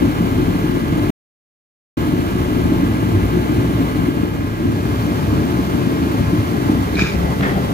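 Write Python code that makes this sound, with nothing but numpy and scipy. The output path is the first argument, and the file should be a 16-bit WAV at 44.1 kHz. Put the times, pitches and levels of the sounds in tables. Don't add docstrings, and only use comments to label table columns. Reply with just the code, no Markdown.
import sys
import numpy as np
from scipy import signal
from scipy.fft import rfft, irfft, next_fast_len
from scipy.io import wavfile
from scipy.ndimage import uniform_filter1d

SR = 44100
rng = np.random.default_rng(int(sys.argv[2]) if len(sys.argv) > 2 else 0)


def dump_mix(stems):
    frames = np.atleast_2d(stems).T
    limited = np.clip(frames, -1, 1)
    pcm = np.round(limited * 32767).astype(np.int16)
    wavfile.write(sys.argv[1], SR, pcm)


N = 340893
T = np.arange(N) / SR
SIZE = next_fast_len(N + SR)
HZ = np.fft.rfftfreq(SIZE, 1 / SR)


def gain_of(db):
    return 10 ** (np.asarray(db) / 20)


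def balance(lean_db):
    return gain_of(np.array([[lean_db], [-lean_db]]) / 2)


def evened(x):
    return x / np.sqrt(np.mean(x ** 2) + 1e-20)


def ramp(start_s, end_s):
    return np.clip((T - start_s) / (end_s - start_s), 0, 1)


def curve(rows, column=1):
    rows = np.array(rows)
    return np.interp(T, rows[:, 0], rows[:, column])


def crossfaded(levels_db):
    later = ramp(3.98, 4.98)
    power = 1.12
    before, after = gain_of(levels_db)
    return np.hypot(before * (1 - later) ** power, after * later ** power)


def flicker(rate_hz):
    return evened(signal.lfilter(*signal.butter(2, rate_hz, fs=SR), rng.standard_normal(N)))


def puffs(per_s, spread_db):
    size = gain_of(spread_db * np.minimum(rng.exponential(1, (2, N)), 4))
    occurs = rng.random((2, N)) < per_s / SR
    return size * occurs * rng.choice([-1., 1.], (2, N))


def peak(hz, width):
    return 1 / (1 + (2 * (HZ - hz) / width) ** 2) ** 2


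def modes(table):
    power = 0
    for hz, width, db, lean_db in table:
        power = power + gain_of(2 * db) * balance(2 * lean_db) * peak(hz, width)
    return np.sqrt(power)


def ringing(body):
    return np.sqrt(sum(gain_of(2 * db) * peak(hz, width) for hz, width, db in body))


def causal(magnitude):
    folded = irfft(np.log(np.atleast_2d(magnitude).mean(0) + 1e-9), SIZE)
    folded[1:SIZE // 2] *= 2
    folded[SIZE // 2 + 1:] = 0
    return magnitude * np.exp(1j * rfft(folded).imag)


def pair(drive, magnitude, lead_share=1):
    # frequency_hz, lead_rad
    lead_table = [(0, 0), (330, .9), (500, 1), (900, 2.3), (2000, 5.2), (3400, 9.1), (3700, 11),
                  (6200, 18.8), (6600, 19), (8300, 15.8), (8800, 15.5), (9700, 12.6), (10400, 12.5),
                  (11700, 9.45), (12400, 9.4), (13600, 6.4), (14400, 6.1), (15200, 4.1), (15800, 3.1)]
    # frequency_hz, likeness (0-1)
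    likeness_table = [(100, 1), (150, .88), (250, .93), (380, .5), (440, .8), (550, .4), (700, .65),
                      (1100, .76), (2500, .7), (3500, .45), (6500, .3), (7900, .38), (8400, .85),
                      (9300, .62), (9800, 1), (10300, 1), (11400, .65), (11750, 1), (12350, 1),
                      (12700, .65), (13700, 1), (14300, 1), (15000, .8), (15700, .98)]
    first, other = rfft(drive, SIZE)
    alike = np.clip(np.interp(HZ, *np.transpose(likeness_table)), 0, 1)
    lead = lead_share * np.interp(HZ, *np.transpose(lead_table))
    shared = first * np.exp(-1j * lead)
    both = np.array([first, alike * shared + np.sqrt(1 - alike ** 2) * other])
    return evened(irfft(both * magnitude, SIZE)[:, :N])


def rub(stroke, body, per_s, lead_share):
    return pair(puffs(per_s, spread_db=1.5), ringing(body), lead_share) * stroke


def strokes(rows, sag_db=6):
    range_db = 18
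    out = np.zeros(N)
    for start, rise, hold, fall, db in rows:
        at = np.cumsum([start, rise, hold, fall])
        shape_db = np.interp(T, at, [-range_db, 0, -sag_db, -range_db])
        out += gain_of(db + shape_db) * (T > at[0]) * (T < at[-1])
    return uniform_filter1d(out, size=200)


def slips(rows):
    rise_s, t60_s, crest_db = .0015, .016, 1
    click, grit_share = 3.5, .75
    tail_db, tail_t60_s = -13, .16
    grit_power, knocks = np.zeros(N), np.zeros(N)
    for s, db, *_ in rows:
        since = np.maximum(T - s, 0)
        fade = grit_share ** 2 * gain_of(-120 * since / t60_s)
        fade += gain_of(2 * tail_db - 120 * since / tail_t60_s)
        grit_power += gain_of(2 * (db - crest_db)) * fade * np.minimum(since / rise_s, 1)
        knocks[round((s + rise_s / 2) * SR)] = click * gain_of(db - crest_db)
    return rng.standard_normal((2, N)) * np.sqrt(grit_power) + knocks


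def chatter(rows, body, lead_share, low_hz):
    treble_hz = 2700
    drive = slips(rows)
    rung = pair(drive, causal(ringing(body)), lead_share) * np.sqrt(np.mean(drive ** 2))
    treble_filter = signal.firwin(255, treble_hz, pass_zero=False, fs=SR)
    low_filter = signal.firwin(255, low_hz, fs=SR)
    treble = signal.oaconvolve(rung, treble_filter[None], "same")
    low = signal.oaconvolve(rung, low_filter[None], "same")
    treble_change = gain_of(curve(rows, column=2)) - 1
    low_change = gain_of(curve(rows, column=3)) - 1
    return rung + treble * treble_change + low * low_change


def boom_swells_db(column):
    # time_s, tube_modes_db, deep_hall_modes_db (both over steady)
    swells = [(.03, 4, 2), (.22, 0, -0.5), (.38, 0, 4), (.89, -0.5, 3.5), (2.4, 0, 4.5), (2.641, 0.5, 4),
              (3.2, -1, 7), (3.6, 1, 9), (3.801, 2, 0), (4.06, 3, 3), (4.681, 3.5, 1.5), (4.98, -2, 4.5),
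              (5.331, 1, 8), (6.07, 2, 1), (6.21, -3, 5), (6.7, 0.5, 2.5), (6.781, 1, 3.5), (7.02, 2, 4),
              (7.27, 1, 3), (7.57, 1.5, -2.5)]
    half_width_s = .035
    return sum(row[column] * np.exp(-.5 * ((T - row[0]) / half_width_s) ** 2) for row in swells)


def flame_boom():
    # frequency_hz, width_hz, level_db, left_minus_right_db
    boom_modes = [(64, 14, -7, 2), (73.1, 11, 2.5, -0.5), (91, 10, -7.5, 0.5), (102.6, 23.3, 3.5, 0),
                  (125.9, 14, -1.5, 3), (146.4, 15.2, -6.5, 6.5), (170.6, 17.3, -1.5, 3.5),
                  (183, 9.2, -2, -0.5), (205.2, 11.2, -8, 1.5), (222.3, 22.3, -5, 1.5), (234.2, 20, -6, 6),
                  (256.3, 14.7, -2, 3), (278.7, 18, -1, 1.5), (305.1, 24.6, -1, 1), (333.7, 12.6, -5.5, -5),
                  (359.4, 15, -4, 9.5)]
    # frequency_hz, width_hz, level_db, left_minus_right_db
    aside_modes = [(143, 27, -2, 1), (172, 30, -2, 4), (195, 29, -1.5, 1), (223, 27, -6, 2.5),
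                   (241, 14, -3.5, 0), (283.3, 26, -1, 2), (317, 18, -7.5, 2), (345, 25, -7.5, -1),
                   (383, 24, -7, 3), (414, 20, -12, 3.5)]
    # boom_peak_s, size_db (over the weakest puff)
    pops = [(0.0257, 15), (0.2087, 19.5), (0.2715, 16), (0.3838, 16), (0.4843, 20), (0.6443, 18),
            (0.6963, 15.5), (0.758, 15), (0.8296, 14), (0.9267, 14), (0.9805, 17.5), (1.0972, 15.5),
            (2.0241, 16), (2.1384, 17.5), (2.191, 18.5), (2.3556, 18.5), (2.5341, 13), (2.6563, 18.5),
            (2.7228, 19), (2.8354, 11), (3.0298, 12), (3.071, 12), (3.1522, 16), (3.2387, 13),
            (3.334, 11.5), (3.373, 18), (3.6485, 14), (3.991, 19.5), (4.088, 17.5), (4.1722, 17),
            (4.2345, 22.5), (4.6563, 18), (5.2456, 11), (5.3383, 12.5), (5.384, 18), (5.592, 14.5),
            (5.7511, 14.5), (5.8089, 11.5), (5.873, 15), (6.071, 15.5), (6.1265, 9), (6.209, 21),
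            (6.3336, 18), (6.6991, 20), (6.9578, 15.5), (7.0231, 18.5), (7.3671, 11.5), (7.4677, 14)]
    pop_swell_s = 0.0042
    drive = puffs(per_s=1000, spread_db=.6)
    pop_s, pop_db = np.transpose(pops)
    pop_at = np.round((pop_s - pop_swell_s) * SR).astype(int)
    popped = drive.copy()
    popped[:, pop_at] += gain_of(pop_db) * rng.choice([-1., 1.], (2, len(pops)))

    turned = ramp(6.8, 6.8 + 0.29)
    deep_modes = [mode for mode in boom_modes if mode[0] < 135]
    tube_modes = boom_modes[len(deep_modes):]
    deep_db = boom_swells_db(column=2) + 1.0 * flicker(rate_hz=3.2)
    deep_db -= 2 * turned
    tube_db = boom_swells_db(column=1) + 0.2 * flicker(rate_hz=9.7)
    tube = (1 - turned) * pair(popped, causal(modes(tube_modes)))
    tube += turned * gain_of(-0.98) * pair(popped, causal(modes(aside_modes)))
    deep = pair(drive, causal(modes(deep_modes)))
    return deep * crossfaded((-24.5, -22.5)) * gain_of(deep_db) + tube * crossfaded((-18, -18)) * gain_of(tube_db)


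def heater_air():
    # frequency_hz, width_hz, level_db, left_minus_right_db
    rush_modes = [(389, 11, -4, 0.5), (404.5, 17, -4.5, 8), (413, 19, -1, 4.5), (432.7, 59, -1, -8),
                  (460, 18, -7.5, 9), (487, 18, -7.5, 6.5), (511, 24, -8.5, 7), (536, 30, -8.5, 9.5),
                  (584, 64, -6, 4), (670, 114, -6, 3), (781, 98, -11, 8), (867, 52, -4, 2.5),
                  (970, 150, -15, 12), (1042.5, 30, -4.5, 6.5), (1136, 14, -5.5, 0.5), (1215, 22, -7, -1),
                  (1297, 16, -9.5, 3), (1135, 480, -13, -7)]
    # frequency_hz, level_db
    hiss_spectrum = [(1100, 4), (1400, -2), (1800, -8), (2300, -8), (2700, -11), (3300, -12), (4000, -15),
                     (5000, -18), (7000, -21), (9500, -22), (12000, -24), (13200, -22), (14000, -18),
                     (15600, -21)]
    # frequency_hz, width_hz, change_db
    housing = [(1340, 110, -1), (1637, 110, 3.5), (1930, 76, -3.5), (2120, 210, 2.5), (2200, 54, -4.5),
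               (2323, 27, -1.5), (2500, 45, -5), (2680, 80, -2), (2850, 70, 7), (2860, 60, -7.5),
               (3166, 480, 2.5), (3780, 200, 1), (4180, 234, 3.5)]
    wobble = flicker(rate_hz=27)
    rush = pair(puffs(per_s=3000, spread_db=2.5), modes(rush_modes))
    hz, db = np.transpose(hiss_spectrum)
    colour_db = np.interp(np.log(HZ + 1), np.log(hz), db)
    colour_db += sum(change_db * peak(at_hz, width) for at_hz, width, change_db in housing)
    above = 1 / np.sqrt(1 + (1250 / (HZ + 1)) ** 12)
    hiss = pair(rng.standard_normal((2, N)), gain_of(colour_db) * above)
    rush *= crossfaded((-28, -27.5)) * gain_of(1.0 * wobble)
    hiss *= crossfaded((-33, -33)) * gain_of(0.59 * wobble)
    return rush + hiss


def motor():
    # shaft_multiple, early_db, later_db, moved_db (rms before balance and waver; moved = once the
    # microphones shift), left_minus_right_db, left_lead_rad, moved_left_lead_rad
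    buzz = [(10, -48, -45, -45, 5, 0.2, 1.6), (24, -58, -52, -49, -9, -2.8, -2.8),
            (25, -51, -49, -51, -6, -2.8, -2.8), (27, -51, -54, -52, 1, -3.1, -4.7),
            (28, -44, -44, -48, 1, -2.2, -2.8), (29, -48, -48, -44, -5, -1.1, -2.8),
            (30, -60, -56, -63, 3, -1.5, -1.5), (31, -47, -49, -50, 0, -2.5, -3),
            (32, -57, -60, -54, -8, -1.3, -3.4), (33, -55, -49, -46, -9, -2.0, -2.5),
            (35, -47, -53, -46, -2, -1.0, -0.5), (37, -55, -54, -57, 1, -1.0, -0.5),
            (39, -52, -56, -54, 0, -0.5, -0.5), (40, -60, -66, -67, 4, -0.7, -0.7),
            (41, -67, -57, -63, -1, 0.2, 0.2), (42, -70, -62, -66, -1, 0.5, 0.5),
            (43, -52, -50, -57, -1, 0.3, 0.3), (45, -67, -59, -67, 0, 1.3, 1.3),
            (47, -60, -62, -61, -5, 1.8, 0.6), (49, -58, -61, -64, -1, 1.7, 1.7),
            (50, -54, -56, -61, -2, 1.8, 1.8), (51, -62, -61, -65, 0, 2.1, 2.1),
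            (52, -55, -62, -63, 4, 1.8, 1.8), (54, -58, -61, -64, -1, 2.0, 2.0),
            (56, -61, -67, -60, 3, 2.7, 2.7), (57, -61, -61, -59, 2, 2.3, 2.3),
            (58, -60, -66, -68, -3, 2.3, 2.3), (59, -59, -60, -59, 1, -2.4, -3.1),
            (60, -61, -56, -57, 0, 2.3, 2.3), (62, -65, -59, -60, -3, -3.0, -3.0),
            (63, -67, -64, -60, -9, -3.1, -3.1), (64, -63, -57, -56, -3, -3.1, -3.1)]
    shaft_hz, waver_db = 57.27, 0.7
    silent_db = -200
    moved = ramp(6.2, 6.6)
    early, later = 0, 0
    for k, early_db, later_db, moved_db, lean_db, lead, moved_lead in buzz:
        lag = np.array([[0], [1]]) * (lead + (moved_lead - lead) * moved)
        tone = np.sin(2 * np.pi * (k * shaft_hz * T + rng.random()) - lag)
        level_db = np.interp(T, np.linspace(0, T[-1], num=60), waver_db * rng.standard_normal(60))
        tone = tone * gain_of(level_db) * balance(lean_db)
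        early = early + gain_of(early_db) * tone
        later = later + (gain_of(later_db) * (1 - moved) + gain_of(moved_db) * moved) * tone
    return np.sqrt(2) * (early * crossfaded((0, silent_db)) + later * crossfaded((silent_db, 0)))


def engine():
    # time_s, pitch_hz, level_db (rms of the fundamental before its flutter)
    firing = [(0, 46.05, -32.5), (1.1, 46.7, -31), (2, 46.4, -39), (2.6, 46, -30), (2.84, 46.8, -29.5),
              (2.99, 61.1, -32), (3.25, 60, -25.5), (3.54, 66.07, -26), (3.79, 53.7, -31), (4.2, 50.9, -37),
              (4.6, 44.6, -35), (4.8, 44, -70), (7.73, 44, -70)]
    mode_hz, width_hz, on_db, off_db = 108, 13, 7.5, -9
    firing_hz = curve(firing)
    cycles = np.cumsum(firing_hz) / SR
    octave = gain_of(off_db) + gain_of(on_db) / (1 + (2 * (2 * firing_hz - mode_hz) / width_hz) ** 2)
    tone = np.sin(2 * np.pi * cycles) + octave * np.sin(4 * np.pi * cycles)
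    return np.sqrt(2) * tone * gain_of(curve(firing, column=2) + 1.4 * flicker(rate_hz=5.3))


def metal_scrape():
    # frequency_hz, width_hz, level_db
    metal = [(1280, 360, -4.5), (1630, 260, -1), (1870, 80, -3), (2290, 90, 2), (2430, 200, 6),
             (2850, 70, -12), (3000, 5200, -13.5), (3400, 130, -16), (3640, 90, -3), (3920, 110, -2),
             (4500, 140, -6), (5150, 240, -5), (6050, 130, -11), (6760, 110, -7)]
    # start_s, rise_s, hold_s, fall_s, level_db
    scrape_strokes = [(6.94, 0.055, 0.09, 0.15, -29)]
    # time_s, nominal_level_db, treble_over_middle_db, low_over_middle_db
    scrape_slips = [(6.9533, -19, -3, -6), (6.9686, -13, -7, -6), (6.9784, -14, -7, -7),
                    (6.9864, -13, -5, -3), (6.993, -9, -1, 2), (7.0014, -8, -2, -6), (7.0117, -8, -3, -6),
                    (7.0197, -9, -2, -3), (7.031, -17, -1, -3), (7.0376, -11, -4, -2),
                    (7.0485, -11, -3, -2), (7.0595, -15, -3, 1), (7.0675, -14, -3, 2),
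                    (7.0734, -17, -2, -2), (7.086, -20, 0, -2), (7.0964, -20, 0, -2), (7.121, -22, 0, -2),
                    (7.136, -22, 0, -2)]
    rubbing = rub(strokes(scrape_strokes), metal, per_s=4100, lead_share=0.11)
    return rubbing + chatter(scrape_slips, metal, low_hz=2020, lead_share=0.25)


def shoe_drag():
    # frequency_hz, width_hz, level_db
    floor = [(500, 90, -2), (565, 50, 3), (670, 70, 0), (745, 60, 1), (805, 30, 0), (873, 25, 1),
             (680, 450, -1)]
    # start_s, rise_s, hold_s, fall_s, level_db (before balance)
    drag_strokes = [(7.215, 0.029, 0.078, 0.044, -29), (7.37, 0.064, 0.3, .03, -29.5)]
    return rub(strokes(drag_strokes, sag_db=3.0), floor, per_s=1500, lead_share=1.0) * balance(lean_db=8)


def shoe_scuff():
    # frequency_hz, width_hz, level_db
    sole = [(1150, 150, -2), (1400, 360, 5.5), (1830, 300, 8.5), (2130, 300, -1), (2540, 140, -3),
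            (2480, 2800, -11.5), (3290, 300, -5.5)]
    # start_s, rise_s, hold_s, fall_s, level_db
    scuff_strokes = [(7.418, 0.012, 0.085, 0.1, -23)]
    # time_s, nominal_level_db, treble_over_middle_db, low_over_middle_db
    scuff_slips = [(7.4235, -23, 9, 0), (7.4295, -13, 0, 0), (7.4345, -14, 3, 0), (7.441, -17, 0, -3),
                   (7.449, -18, 0, -3), (7.462, -21, 0, -3), (7.474, -24, 0, -4), (7.487, -22, 3, -4),
                   (7.495, -22, 3, -4), (7.515, -24, 0, -3), (7.5595, -23, -3, -5)]
    rubbing = rub(strokes(scuff_strokes), sole, per_s=3600, lead_share=0.71)
    return rubbing + chatter(scuff_slips, sole, low_hz=1600, lead_share=0.87)


def ticks():
    # time_s, peak_db, from_hz, to_hz, t60_s
    snaps = [(6.953, -21, 3700, 4300, .035), (7.4088, -15, 1000, 3700, .016), (7.231, -16, 520, 950, .03)]
    length = 400
    out, t = np.zeros((2, N)), np.arange(length) / SR
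    for s, db, low_hz, high_hz, t60 in snaps:
        snap = rng.standard_normal((2, length)) * gain_of(-60 * t / t60)
        snap = snap + 0.17 * snap[::-1]
        snap = signal.lfilter(*signal.butter(4, [low_hz, high_hz], "band", fs=SR), snap)
        start = round(s * SR)
        out[:, start:start + length] += gain_of(db) * snap / abs(snap).max()
    return out


def whirr():
    # frequency_hz, width_hz, level_db
    belts_and_fan = [(2305, 200, 5.5), (2620, 230, 7), (2980, 870, -2), (4670, 1500, 6.5), (5710, 4900, 4)]
    return rub(crossfaded((-57, -46.5)), belts_and_fan, per_s=4800, lead_share=0.91)


def whistle():
    # frequency_hz, width_hz, level_db
    whistle_modes = [(2060, 40, 0), (2100, 45, 0)]
    level = crossfaded((-52, -52)) * gain_of(2 * flicker(rate_hz=5.06))
    return rub(level, whistle_modes, per_s=6000, lead_share=0.92)


def rumble():
    swell = strokes([(6.7, .3, 0.9, .1, -26)])
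    low_modes = [(52.3, 11, -6), (70, 25, 0)]  # frequency_hz, width_hz, level_db
    return rub(swell, low_modes, per_s=200, lead_share=0.84)


def scene():
    heater = flame_boom() + heater_air() + motor() + whistle()
    car = engine() + whirr()
    handling = metal_scrape() + shoe_drag() + shoe_scuff() + ticks()
    return heater + car + handling + rumble()


def record(dry):
    off_s, on_s, fade_s = 1.1039, 1.9695, .005
    edge_hz = 15750
    rounded = 1.1 * np.tanh(dry / 1.1)
    gate = np.where(T < off_s, 1, ramp(on_s, on_s + fade_s))
    band_limit = signal.firwin(511, edge_hz, window=("kaiser", 9), fs=SR)
    return signal.oaconvolve(rounded * gate, band_limit[None], "same")


dry = scene()
out = record(dry)
dump_mix(out)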